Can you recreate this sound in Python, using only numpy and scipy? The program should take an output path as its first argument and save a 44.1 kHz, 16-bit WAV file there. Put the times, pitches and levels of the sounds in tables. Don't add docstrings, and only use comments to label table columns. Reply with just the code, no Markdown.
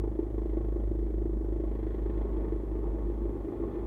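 import sys
import numpy as np
from scipy import signal
from scipy.fft import rfft, irfft
from scipy.io import wavfile
from scipy.ndimage import uniform_filter1d

SR = 44100
rng = np.random.default_rng(int(sys.argv[2]) if len(sys.argv) > 2 else 0)


def linear_from_db(decibels):
    return 10 ** (np.asarray(decibels, float) / 20)


def file_out(sig):
    cols = np.atleast_2d(sig).T
    lim = np.clip(cols, -1, 1)
    pcm = np.round(lim * 32767).astype(np.int16)
    wavfile.write(sys.argv[1], SR, pcm)


N = 170226
BLADE_HZ = 26.2

# (time [s], change of distance [m])
DRIFT = [
    (0, 0),
    (.4, -.75),
    (.8, -1.2),
    (1.25, -1.6),
    (1.8, -1.4),
    (2.3, -1),
    (2.8, 0),
    (3.3, 1.3),
    (3.86, 2.6),
]
# (time [s], thump [dB], slap [dB], roar [dB], brightness [dB], tip hiss [dB])
TURN = [(0, -31.5, -35.5, -51.5, 8, -70), (0.199, -38.5, -39, -43.5, -3.5, -70),
        (0.449, -34, -37, -45, 0, -67.5), (0.798, -32, -38, -45, -3, -70.5),
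        (1.101, -32.5, -37.5, -40.5, -10.5, -69.5), (1.4, -33.5, -38.5, -45.5, 0.5, -73.5),
        (1.65, -32.5, -34.5, -42, -3.5, -67.5), (1.901, -33, -38.5, -49.5, 4.5, -63.5),
        (2.149, -31, -39.5, -41, 4, -65), (2.4, -30.5, -48, -45.5, 8.5, -68.5),
        (2.65, -34.5, -42, -43, 4, -72.5), (2.848, -31.5, -41.5, -42, 4, -74),
        (3.1, -32, -42.5, -39.5, 0, -73.5), (3.301, -32, -37.5, -36.5, -3.5, -74),
        (3.561, -47, -43, -38.5, 1.5, -72), (3.66, -33, -38.5, -34.5, -2, -72),
        (3.75, -45, -44.5, -39.5, 4, -68.5), (3.86, -31, -50.5, -40, 6, -73)]
# (multiple of blade rate, level at the start [dB], fade [dB/s])
THUMP = [(2, 2, -1), (3, -19, -2.5), (4, -12.5, -4.5), (5, -20.5, -2.5), (6, -22.5, -0.5), (8, -25, 0.35)]
BLADE_LEVELS = [0.33, -0.13, -0.3, -0.14, -0.35]
# (time [s], level [dB])
ACCENTS = [(0, -8.5), (0.11, -4), (0.19, 8.5), (0.23, 2.5), (0.31, -2.5), (0.34, -2), (0.38, 3), (0.42, -1),
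           (0.53, -1.5), (0.57, 4), (0.76, 3.5), (0.88, -2), (0.92, 2.0), (0.99, 1.5), (1.03, 1),
           (1.11, -1.5), (1.18, 1.5), (1.22, 2.0), (1.26, 5), (1.34, -3.5), (1.37, -2.5), (1.41, -2),
           (1.53, 1.5), (1.56, -2.5), (1.68, -3.5), (1.79, 1), (1.91, -2), (1.95, -2), (1.98, -2.0),
           (2.02, -5.5), (2.1, 2.5), (2.14, -6), (2.18, 3), (2.21, 4.5), (2.25, -2.5), (2.29, -8), (2.4, 0),
           (2.52, 5.5), (2.67, -6), (2.75, 4), (2.79, 2), (2.9, -4.5), (3.02, -5.5), (3.05, -6.5),
           (3.13, -2.5), (3.28, 2.5), (3.32, -6), (3.51, 3), (3.63, 2), (3.74, -5), (3.82, -9)]
# (frequency [Hz], gain [dB])
CRACK = [(350, -15.5), (550, 13), (800, -10.5), (1200, -15.5), (1800, -33), (4000, -81)]
# (frequency [Hz], gain [dB])
TIP = [(1000, -10.5), (1550, 8), (1950, 7), (2300, 0.5), (2800, -4), (3300, -2.5), (4300, -12),
       (6500, -45.5)]
# (frequency [Hz], level [dB], t60 [s])
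CABIN = [(199, -15.5, 0.11), (242, -10, 0.022), (321.7, 1, 0.11), (343.7, 3, 0.1), (373.2, -3.5, 0.044),
         (410, -5.5, 0.024), (497.3, -17, 0.073), (638.5, -19, 0.065), (805, -19, 0.1), (864, -24.5, 0.092),
         (989, -22, 0.035), (1062, -26, 0.077), (1163, -33, 0.031), (1785, -41, 0.017)]
# (frequency [Hz], gain [dB])
GLASS = [(175, -28), (220, -11.5), (400, -18.5), (700, -30.5), (1100, -35.5), (1600, -51), (2600, -54.5),
         (4600, -77)]
# (multiple of its blade rate, level [dB])
TAIL = [(1, -49), (2, -59)]
# (multiple of idle rate, level [dB])
IDLE = [(2, -47), (3, -56)]
# (frequency [Hz], gain [dB])
ROAD = [(25, -29.5), (42, -4.5), (70, -9), (140, -10), (175, -12), (215, -8.5), (600, -19), (3000, -59.5)]
# (frequency [Hz], gain [dB])
HISS = [(3000, 0), (4900, -4), (6300, -1), (7600, -4.5), (9000, -1), (10400, -8), (11500, -5), (15500, -12)]


def level(x, db):
    return x * linear_from_db(db) / np.sqrt(np.mean(x ** 2))


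def noise():
    return rng.standard_normal(N)


def colour(x, points):
    hz, db = np.array(points, float).T
    grid = np.maximum(np.arange(4097) * SR / 8192, 1)
    cepstrum = irfft(np.interp(np.log(grid), np.log(hz), db) * np.log(10) / 20)
    cepstrum[1:4096] *= 2
    cepstrum[4097:] = 0
    response = irfft(np.exp(rfft(cepstrum)))[:4096]
    return signal.fftconvolve(x, response)[:N]


def walk(rate):
    k = int(SR / rate)
    held = np.repeat(rng.standard_normal(N // k + 1), k)
    return 1.3 * uniform_filter1d(uniform_filter1d(held, k), k)[:N]


def tones(t, hz, partials, wobble_db):
    total = 0
    for k, db in partials:
        gain = np.sqrt(2) * linear_from_db(db + wobble_db * walk(4.6))
        total = total + gain * np.cos(2 * np.pi * k * hz * t)
    return total


def burst(hits, rise_s, fall_s):
    s = np.arange(SR // 10) / SR
    return signal.fftconvolve(hits, (1 - np.exp(-s / rise_s)) * np.exp(-s / fall_s))[:N]


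def cabin_echoes():
    s = np.arange(SR // 5) / SR
    t60_s, echo_db = 0.06, 5.0
    echoes = rng.standard_normal(len(s)) * np.exp(-np.log(1000) * s / t60_s)
    spectrum = rfft(echoes)
    echoes = irfft(spectrum / uniform_filter1d(abs(spectrum), size=9), len(s))
    return echoes * linear_from_db(echo_db) / np.sqrt(np.sum(echoes ** 2))


def cabin(x, bright_db, echoes):
    t = np.arange(len(echoes)) / SR
    ring = np.zeros(len(t))
    for hz, db, t60 in CABIN:
        mode = np.exp(-np.log(1000) * t / t60) * np.sin(2 * np.pi * hz * t)
        ring += linear_from_db(db) * mode * 30 / (t60 * SR)
    ring *= 1 - np.exp(-t / 0.0039)
    through = colour(x, GLASS)
    y = signal.fftconvolve(x, ring)[:N] + 0.54 * through
    y = y + signal.fftconvolve(through, echoes)[:N]
    low = signal.sosfilt(signal.butter(2, 900, fs=SR, output="sos"), y)
    return low + linear_from_db(bright_db) * (y - low)


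def thump(t, sent):
    total = 0
    for k, db, fade in THUMP:
        lead_s = 0.0085 if k < 4 else 0.002
        total = total + tones(sent + lead_s, BLADE_HZ, [(round(k), db + fade * t)], 0.54)
    return total


def blade_passes(t, sent):
    passes = np.arange(int(N / SR * BLADE_HZ) + 1)
    jitter, scatter = rng.standard_normal((len(passes), 2)).T
    at = np.interp(passes / BLADE_HZ, sent, t)
    turned = 1 / (1 + np.exp((2.3 - at) / 0.19))
    at = at + turned * 0.00491 + 0.00016 * (1 + 6 * turned) * jitter
    slap_db = np.array(BLADE_LEVELS)[passes % len(BLADE_LEVELS)] + 0.05 * scatter
    for s, db in ACCENTS:
        slap_db = slap_db + db * (passes == np.argmin(abs(at - s)))
    hits = np.zeros(N)
    hits[np.clip((at * SR).astype(int), 0, N - 1)] = linear_from_db(slap_db)
    return hits, np.interp(t, at, turned)


def slap(hits, gate, bright_db, echoes):
    band = signal.butter(1, [214, 690], "band", fs=SR, output="sos")
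    pulse = cabin(signal.sosfilt(band, -hits), bright_db + 2.0, echoes)
    swish = cabin(gate * noise(), 10 + bright_db, echoes)
    crack = colour(burst(np.sqrt(hits), rise_s=0.0005, fall_s=0.004) * noise(), CRACK)
    return level(pulse, 0) + level(swish, -8) + level(crack, -18.5)


def tip_hiss(hits, turned, echoes):
    lead_s, steady, blur, echo = 0.0015, 0.2, 0.35, 0.19
    early = np.roll(np.cbrt(hits), -int(lead_s * SR))
    swell = burst(early, rise_s=0.003, fall_s=0.009)
    tip = (steady + blur * turned ** 2 + swell) * noise()
    tip = tip + echo * signal.fftconvolve(tip, echoes)[:N]
    return level(colour(tip, TIP), 0)


def roar(gate, bright_db, echoes):
    gusts = linear_from_db(1.3 * walk(29.93) + 0.79 * walk(5.72))
    air = (1 + 0.2 * gate) * gusts * noise()
    return level(cabin(air, 6 + 0.76 * bright_db, echoes), 0)


def tail_rotor(sent):
    lead_s, tail_hz = 0.0027, 101.5
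    return tones(sent + lead_s, tail_hz, TAIL, 1.0)


def helicopter(t):
    turn = np.array(TURN).T
    thump_db, slap_db, roar_db, bright_db, tip_db = (np.interp(t, turn[0], c) for c in turn[1:])
    sent = t - np.interp(t, *np.array(DRIFT).T) / 343
    hits, turned = blade_passes(t, sent)
    echoes = cabin_echoes()
    gate = burst(hits, rise_s=0.00078, fall_s=0.0085)
    main = linear_from_db(thump_db) * thump(t, sent)
    main = main + linear_from_db(slap_db) * slap(hits, gate, bright_db, echoes)
    main = main + linear_from_db(tip_db) * tip_hiss(hits, turned, echoes)
    main = main + linear_from_db(roar_db) * roar(gate, bright_db, echoes)
    return main + tail_rotor(sent)


def engine_idle(t):
    lag_s, idle_hz = 0.003, 23.19
    return tones(t - lag_s, idle_hz, IDLE, 0.5)


def road_rumble():
    return level(linear_from_db(0.32 * walk(6.0)) * colour(noise(), ROAD), -45.5)


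def microphone_hiss():
    return level(colour(noise(), HISS), -82)


def scene():
    t = np.arange(N) / SR
    return (helicopter(t) + engine_idle(t) + road_rumble() + microphone_hiss())[None]


def roll_off(x):
    return signal.sosfilt(signal.butter(12, 15750, fs=SR, output="sos"), x)


def record(dry):
    return roll_off(dry)


dry = scene()
out = record(dry)
file_out(out)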